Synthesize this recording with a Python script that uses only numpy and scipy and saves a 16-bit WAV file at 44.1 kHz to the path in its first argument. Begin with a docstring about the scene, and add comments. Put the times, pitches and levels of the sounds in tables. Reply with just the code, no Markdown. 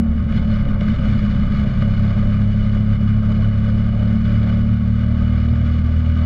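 """A small engine pulls a bike round a paved track, heard by a camera in a closed case on the fairing.
It first slows on a closed throttle, stumbling; a blip at half a second leads into a steady pull, and
after two seconds the pitch climbs. Engine orders and a chain tone are sums of sines weighed by the mount;
road rumble is filtered noise, joints in the paving add jolts, and loose parts buzz by ringing case modes.
Throughout, the loudest swings trip a gain control."""
import sys
import numpy as np
from scipy import signal
from scipy.fft import rfft, irfft
from scipy.io import wavfile
from scipy.ndimage import uniform_filter1d

SR = 44100
rng = np.random.default_rng(int(sys.argv[2]) if len(sys.argv) > 2 else 0)


def field_ratio(decibels):
    """Amplitude ratio for a level in dB (20 dB per decade); scalars and array-likes work."""
    return 10 ** (np.asarray(decibels, dtype=float) / 20)


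def unload_wav(signal):
    """Save mono or channel-first audio to the path in sys.argv[1] as 16-bit WAV at rate SR, clipped to [-1, 1]."""
    wavfile.write(
        sys.argv[1],
        SR,
        np.round(np.clip(np.atleast_2d(signal).T, -1, 1) * 32767).astype(np.int16),
    )


N = 275625
T = np.arange(N) / SR  # s

# course of the ride: t/s, heavy loose part level/dB, light loose part level/dB,
# brightness of the knocks/dB, road rumble level/dB
RIDE = [(0.05, -42.5, -43, -4.5, -31), (0.22, -47, -42, -1, -22), (0.28, -42, -40.5, -1.5, -24.5),
        (0.36, -38.5, -40, 2.5, -18), (0.58, -39, -38, -1.5, -23), (0.7, -37.5, -37.5, -3, -17),
        (0.78, -40, -39, -3.5, -18), (0.83, -40, -37.5, -1, -20), (1.14, -38, -37.5, 0, -20),
        (1.42, -40, -39, -0.5, -21.5), (1.58, -39, -38.5, 0.5, -20.5), (1.82, -39, -39, -1, -22),
        (2.0, -38.5, -39.5, 0, -24), (2.33, -39, -39.5, -1, -22), (2.6, -40, -41.5, 1.5, -27.5),
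        (2.95, -42, -41, -1.5, -24), (3.32, -40, -40.5, -1, -26), (3.85, -38.5, -40.5, -0.5, -26),
        (4.25, -41, -40, -1, -22), (4.45, -38, -38.5, -2, -24.5), (4.65, -40.5, -40.5, -1, -27),
        (5.3, -41.5, -40.5, -1.5, -29), (5.8, -43.5, -43.5, 0.5, -28), (6.2, -41.5, -40.5, -1, -27)]
# joints in the paving jolt the case: t/s, rattle level/dB
JOLTS = [(0.3232, -32.5), (0.3764, -34), (0.8086, -27.5), (1.3254, -39), (1.8219, -27), (2.1192, -45),
         (2.2349, -37.5), (3.3205, -32.5), (4.111, -35.5), (4.355, -34.5)]


def evened(x):
    """Normalisation: scales a signal to an rms of 1."""
    return x / np.sqrt(np.mean(x ** 2) + 1e-20)


def drift(hz):
    """Low-passed white noise: a slow random fluctuation of rms 1, with its corner at hz."""
    f = np.fft.rfftfreq(N, 1 / SR)
    noise = rfft(rng.standard_normal(N))
    return evened(irfft(noise / (1 + (f / hz) ** 4), N))


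def columns(rows):
    """Linear interpolation: draws each column of a table against its times, sample by sample."""
    s, *values = np.transpose(rows)
    return [np.interp(T, s, v) for v in values]


def road():
    """Structure-borne noise: random excitation by the paving takes the spectral shape of the mount."""
    # rumble through the mount: f/Hz, relative spectral density level/dB per Hz
    spectrum = [(8, -14.5), (16, 11), (32, -8.5), (50, 1.5), (75, -8.5), (105, 7.5), (140, -2), (180, -1.5),
                (215, 2), (240, -3.5), (275, -14), (310, -50.5), (420, -55), (700, -74.5)]
    f, db = np.transpose(spectrum)
    hz = np.fft.rfftfreq(N, 1 / SR)
    colour = field_ratio(np.interp(np.log(hz + 1), np.log(f + 1), db))
    noise = irfft(rfft(rng.standard_normal(N)) * colour, N)
    rumble_db = columns(RIDE)[3]
    return field_ratio(rumble_db + 1.3 * drift(5.1)) * evened(noise)


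def thumps():
    """Impulse response of a compliant mount: each jolt pulls it one way and throws it back."""
    over_rattle_db, width_s = 15.5, 0.0018
    out = 0
    for s, db in JOLTS:
        u = (T - s - width_s) / width_s
        out = out + field_ratio(db + over_rattle_db) * u * np.exp(-u ** 2)
    return out


def stumble_db():
    """Amplitude modulation: each stumble of the engine is a smooth Gaussian sag in level."""
    # stumbles: middle t/s, length/s, depth at the chain tone/dB
    stumbles = [(0.237, 0.18, 16.5), (0.409, 0.03, 10.5), (0.675, 0.1, 15), (0.779, 0.033, 14),
                (0.98, 0.04, 12.5), (1.075, 0.029, 9), (1.482, 0.06, 14), (1.649, 0.036, 13),
                (1.743, 0.032, 13.5), (2.149, 0.022, 13.5), (3.561, 0.037, 4.5)]
    return -sum(db * np.exp(-(2 * (T - s) / length) ** 2) for s, length, db in stumbles)


def knocking(shake):
    """Impact excitation: dense random knocks of a heavy and a light loose part, sized by the shaking."""
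    *level_db, bright_db, _ = columns(RIDE)
    knocks_per_s = 3500
    heights = field_ratio(2.83 * np.minimum(rng.exponential(1, (2, N)), 5))
    knocks = heights * (rng.random((2, N)) < knocks_per_s / SR)
    knocks = evened(knocks * rng.choice([-1., 1.], (2, N)))
    knocks = knocks + 0.66 * rng.standard_normal((2, N))
    # knocks come in clumps and follow the size of the shaking
    clumps_db = 0.87 * np.array([drift(25), drift(40)]) + 0.13 * drift(150)
    knocks *= field_ratio(clumps_db) * (1 + 1.3 * abs(shake))
    wander_db = 0.91 * np.array([drift(3.6), drift(7.9)])
    knocks = field_ratio(np.array(level_db) + wander_db) * evened(knocks)
    for s, db in JOLTS:
        decay = np.exp(-np.arange(800) / (0.005 * SR))
        hit = rng.standard_normal((2, 800)) * decay
        knocks[:, round(s * SR):][:, :800] += field_ratio(db) * hit
    # the brightness weighs what lies above 2500 Hz, and loses a share of each stumble's depth
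    dull = signal.lfilter(*signal.butter(2, 2500, fs=SR), knocks)
    return dull + field_ratio(bright_db + 0.12 * stumble_db()) * (knocks - dull)


def buzz(shake):
    """Modal resonance: the heavy part rings the low modes of the case, the light part the high ones."""
    # case modes: f/Hz, bandwidth/Hz, relative level/dB, polarity (1 or -1);
    # neighbours of like polarity leave a notch between them
    case_modes = [(328.7, 63, -2, 1), (468, 80, -7, -1), (569.4, 48, 3, 1), (683, 164, -5.5, -1),
                  (763, 104, -8, 1), (873, 17, -10.5, 1), (1102, 51, -4, 1), (1224, 114, -1.5, -1),
                  (1440, 52, -5.5, -1), (1636, 370, -13, 1), (2050, 71, -12, 1), (2139, 27, -3, -1),
                  (2326, 344, -12, 1), (2950, 74, -7, 1), (3337, 220, -18.5, 1), (3600, 23, -17, 1),
                  (3940, 250, -25, -1), (4190, 76, -17, 1), (4510, 150, -26, -1), (4922, 130, -21.5, -1),
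                  (5490, 200, -30.5, -1), (5860, 200, -38.5, 1), (6640, 250, -33.5, 1), (7290, 450, -40, 1)]
    low_modes = 6
    hz = np.fft.rfftfreq(N, 1 / SR)

    def soft(f):
        """Finite contact time: a soft contact rolls off the treble of a blow."""
        return 1 / (1 + 1j * f / 2200) ** 3

    modes = []
    for f, width, db, side in case_modes:
        peak = np.sign(side) * field_ratio(db) / abs(soft(f))
        modes.append(peak / (1 + 2j * (hz - f) / width))
    high_pass = (1j * hz / 260 / (1 + 1j * hz / 260)) ** 2
    ring = np.array([sum(modes[:low_modes]), sum(modes[low_modes:])])
    ring = ring * soft(hz) * high_pass
    ring /= np.sqrt(np.mean(abs(ring) ** 2, axis=1, keepdims=True))
    return irfft((rfft(knocking(shake)) * ring).sum(axis=0), N)


def engine():
    """Order spectrum: sines at multiples of the engine cycle rate, weighed and delayed by the mount."""
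    # engine speed: t/s, cycle rate f/Hz
    speed = [(0.0, 37.88), (0.26, 36.26), (0.52, 35.47), (0.62, 34.27), (0.7, 34.29), (0.8, 34.7),
             (0.92, 34.97), (1.09, 34.44), (1.65, 34.34), (1.76, 33.77), (1.84, 34.2), (2.25, 34.43),
             (4.23, 36.24), (4.79, 37.07), (5.24, 38.26), (6.0, 39.81), (6.18, 40.07), (6.25, 39.4)]
    # throttle: t/s, opening (0 closed, 1 open)
    throttle = [(0.0, 0.0), (0.42, 0.19), (0.48, 0.9), (0.6, 0.82), (0.65, 0.55), (1.15, 0.48),
                (1.76, 0.54), (1.83, 0.95), (6.25, 1.0)]
    # line level at the camera through frame and mount, throttle open: f/Hz, rms level/dB
    mount = [(34, -21.5), (36, -26), (40, -32.5), (68, -27.5), (72, -24), (80, -16), (102, -17.5),
             (107, -17.5), (114, -19.5), (120, -27), (137, -27.5), (142, -32.5), (147, -41.5), (160, -30),
             (171, -27), (177, -28.5), (184, -22), (191, -25.5), (200, -33), (206, -22.5), (222, -23),
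             (232, -27.5), (242, -28)]
    # level change with the throttle closed/dB: orders 1 to 5, then the slack chain
    closed_change = [-2.5, 4, -16.5, 2.5, -4, 5.5]
    # share of the stumble depth: orders 1 to 5, then the chain tone
    stumble_share = [0.45, 0.2, 0.27, 0.18, 0.72, 1.0]
    # faint upper lines: multiple of the cycle rate, rms level/dB
    upper = [(7, -48), (8, -54), (9, -53.5), (10, -59), (12.042, -52.5)]
    chain_ratio = 6.021  # cycle-rate multiple; not whole, so the chain tone slips past the orders
    whine_ratio = 30.1  # gear teeth per engine cycle
    uneven_open_db, uneven_closed_db, uneven_first = 1.0, 3, 1.8  # rms wobble; factor for order 1
    swing_hz, swing_half_hz = 112.5, 5  # mount resonance, where a line lags
    node_hz, node_half_hz = 146.5, 1.5  # its notch, where a line leads

    hz = columns(speed)[0]
    closed = 1 - np.clip(columns(throttle)[0], 0, 1)
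    turn = 2 * np.pi * np.cumsum(hz) / SR  # phase of the engine cycle, rad
    sag_db = stumble_db()
    lines = []
    for k, change_db, share in zip([*range(1, 6), chain_ratio], closed_change, stumble_share):
        open_db = np.interp(k * hz, *np.transpose(mount))
        lines.append((k, open_db + change_db * closed + share * sag_db))
    lines.extend(upper)
    lines.append((whine_ratio, -56 + 1.2 * (hz - 38)))  # the gear whine grows with speed

    uneven_db = uneven_open_db + (uneven_closed_db - uneven_open_db) * closed
    out = 0
    for k, db in lines:
        # uneven firing wobbles both level and phase
        size = field_ratio(uneven_db * (uneven_first if k == 1 else 1) * drift(15))
        slip = 0.1 * np.sqrt(k / 3) * drift(15)
        # orders 2 and 3 swing against the rest
        lag = 1 + np.pi * (1 < k < 4) + 0.08 * k ** 2
        lag = lag + np.arctan((k * hz - swing_hz) / swing_half_hz)
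        lag = lag - np.arctan((k * hz - node_hz) / node_half_hz)
        out = out + field_ratio(db) * size * np.sqrt(2) * np.cos(k * turn - lag + slip)
    return out


def scene():
    """Superposition: engine, road and thumps shake the case, and the shaking drives the buzz."""
    shake = engine() + road() + thumps()
    return (shake + buzz(shake))[None]


def low_pass(x):
    """Removes everything above the highest recorded frequency."""
    return signal.sosfilt(signal.butter(12, 15670, fs=SR, output="sos"), x)


def record(dry):
    """Peak compression: gain drops in small steps on new peaks, ticking in the treble, then creeps back."""
    step_db = 0.5  # grid of the peak level
    fall = T * 20.0  # the held peak level falls by 20 dB a second
    level_db = np.ceil(20 * np.log10(abs(dry) + 1e-6) / step_db) * step_db
    held_db = np.maximum.accumulate(level_db + fall, axis=1) - fall
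    cut_db = 0.5 * np.maximum(held_db + 11, 0)  # half of what exceeds -11 dB
    mix = dry * field_ratio(2.0 - uniform_filter1d(cut_db, size=3))
    return low_pass(mix)


dry = scene()
out = record(dry)
unload_wav(out)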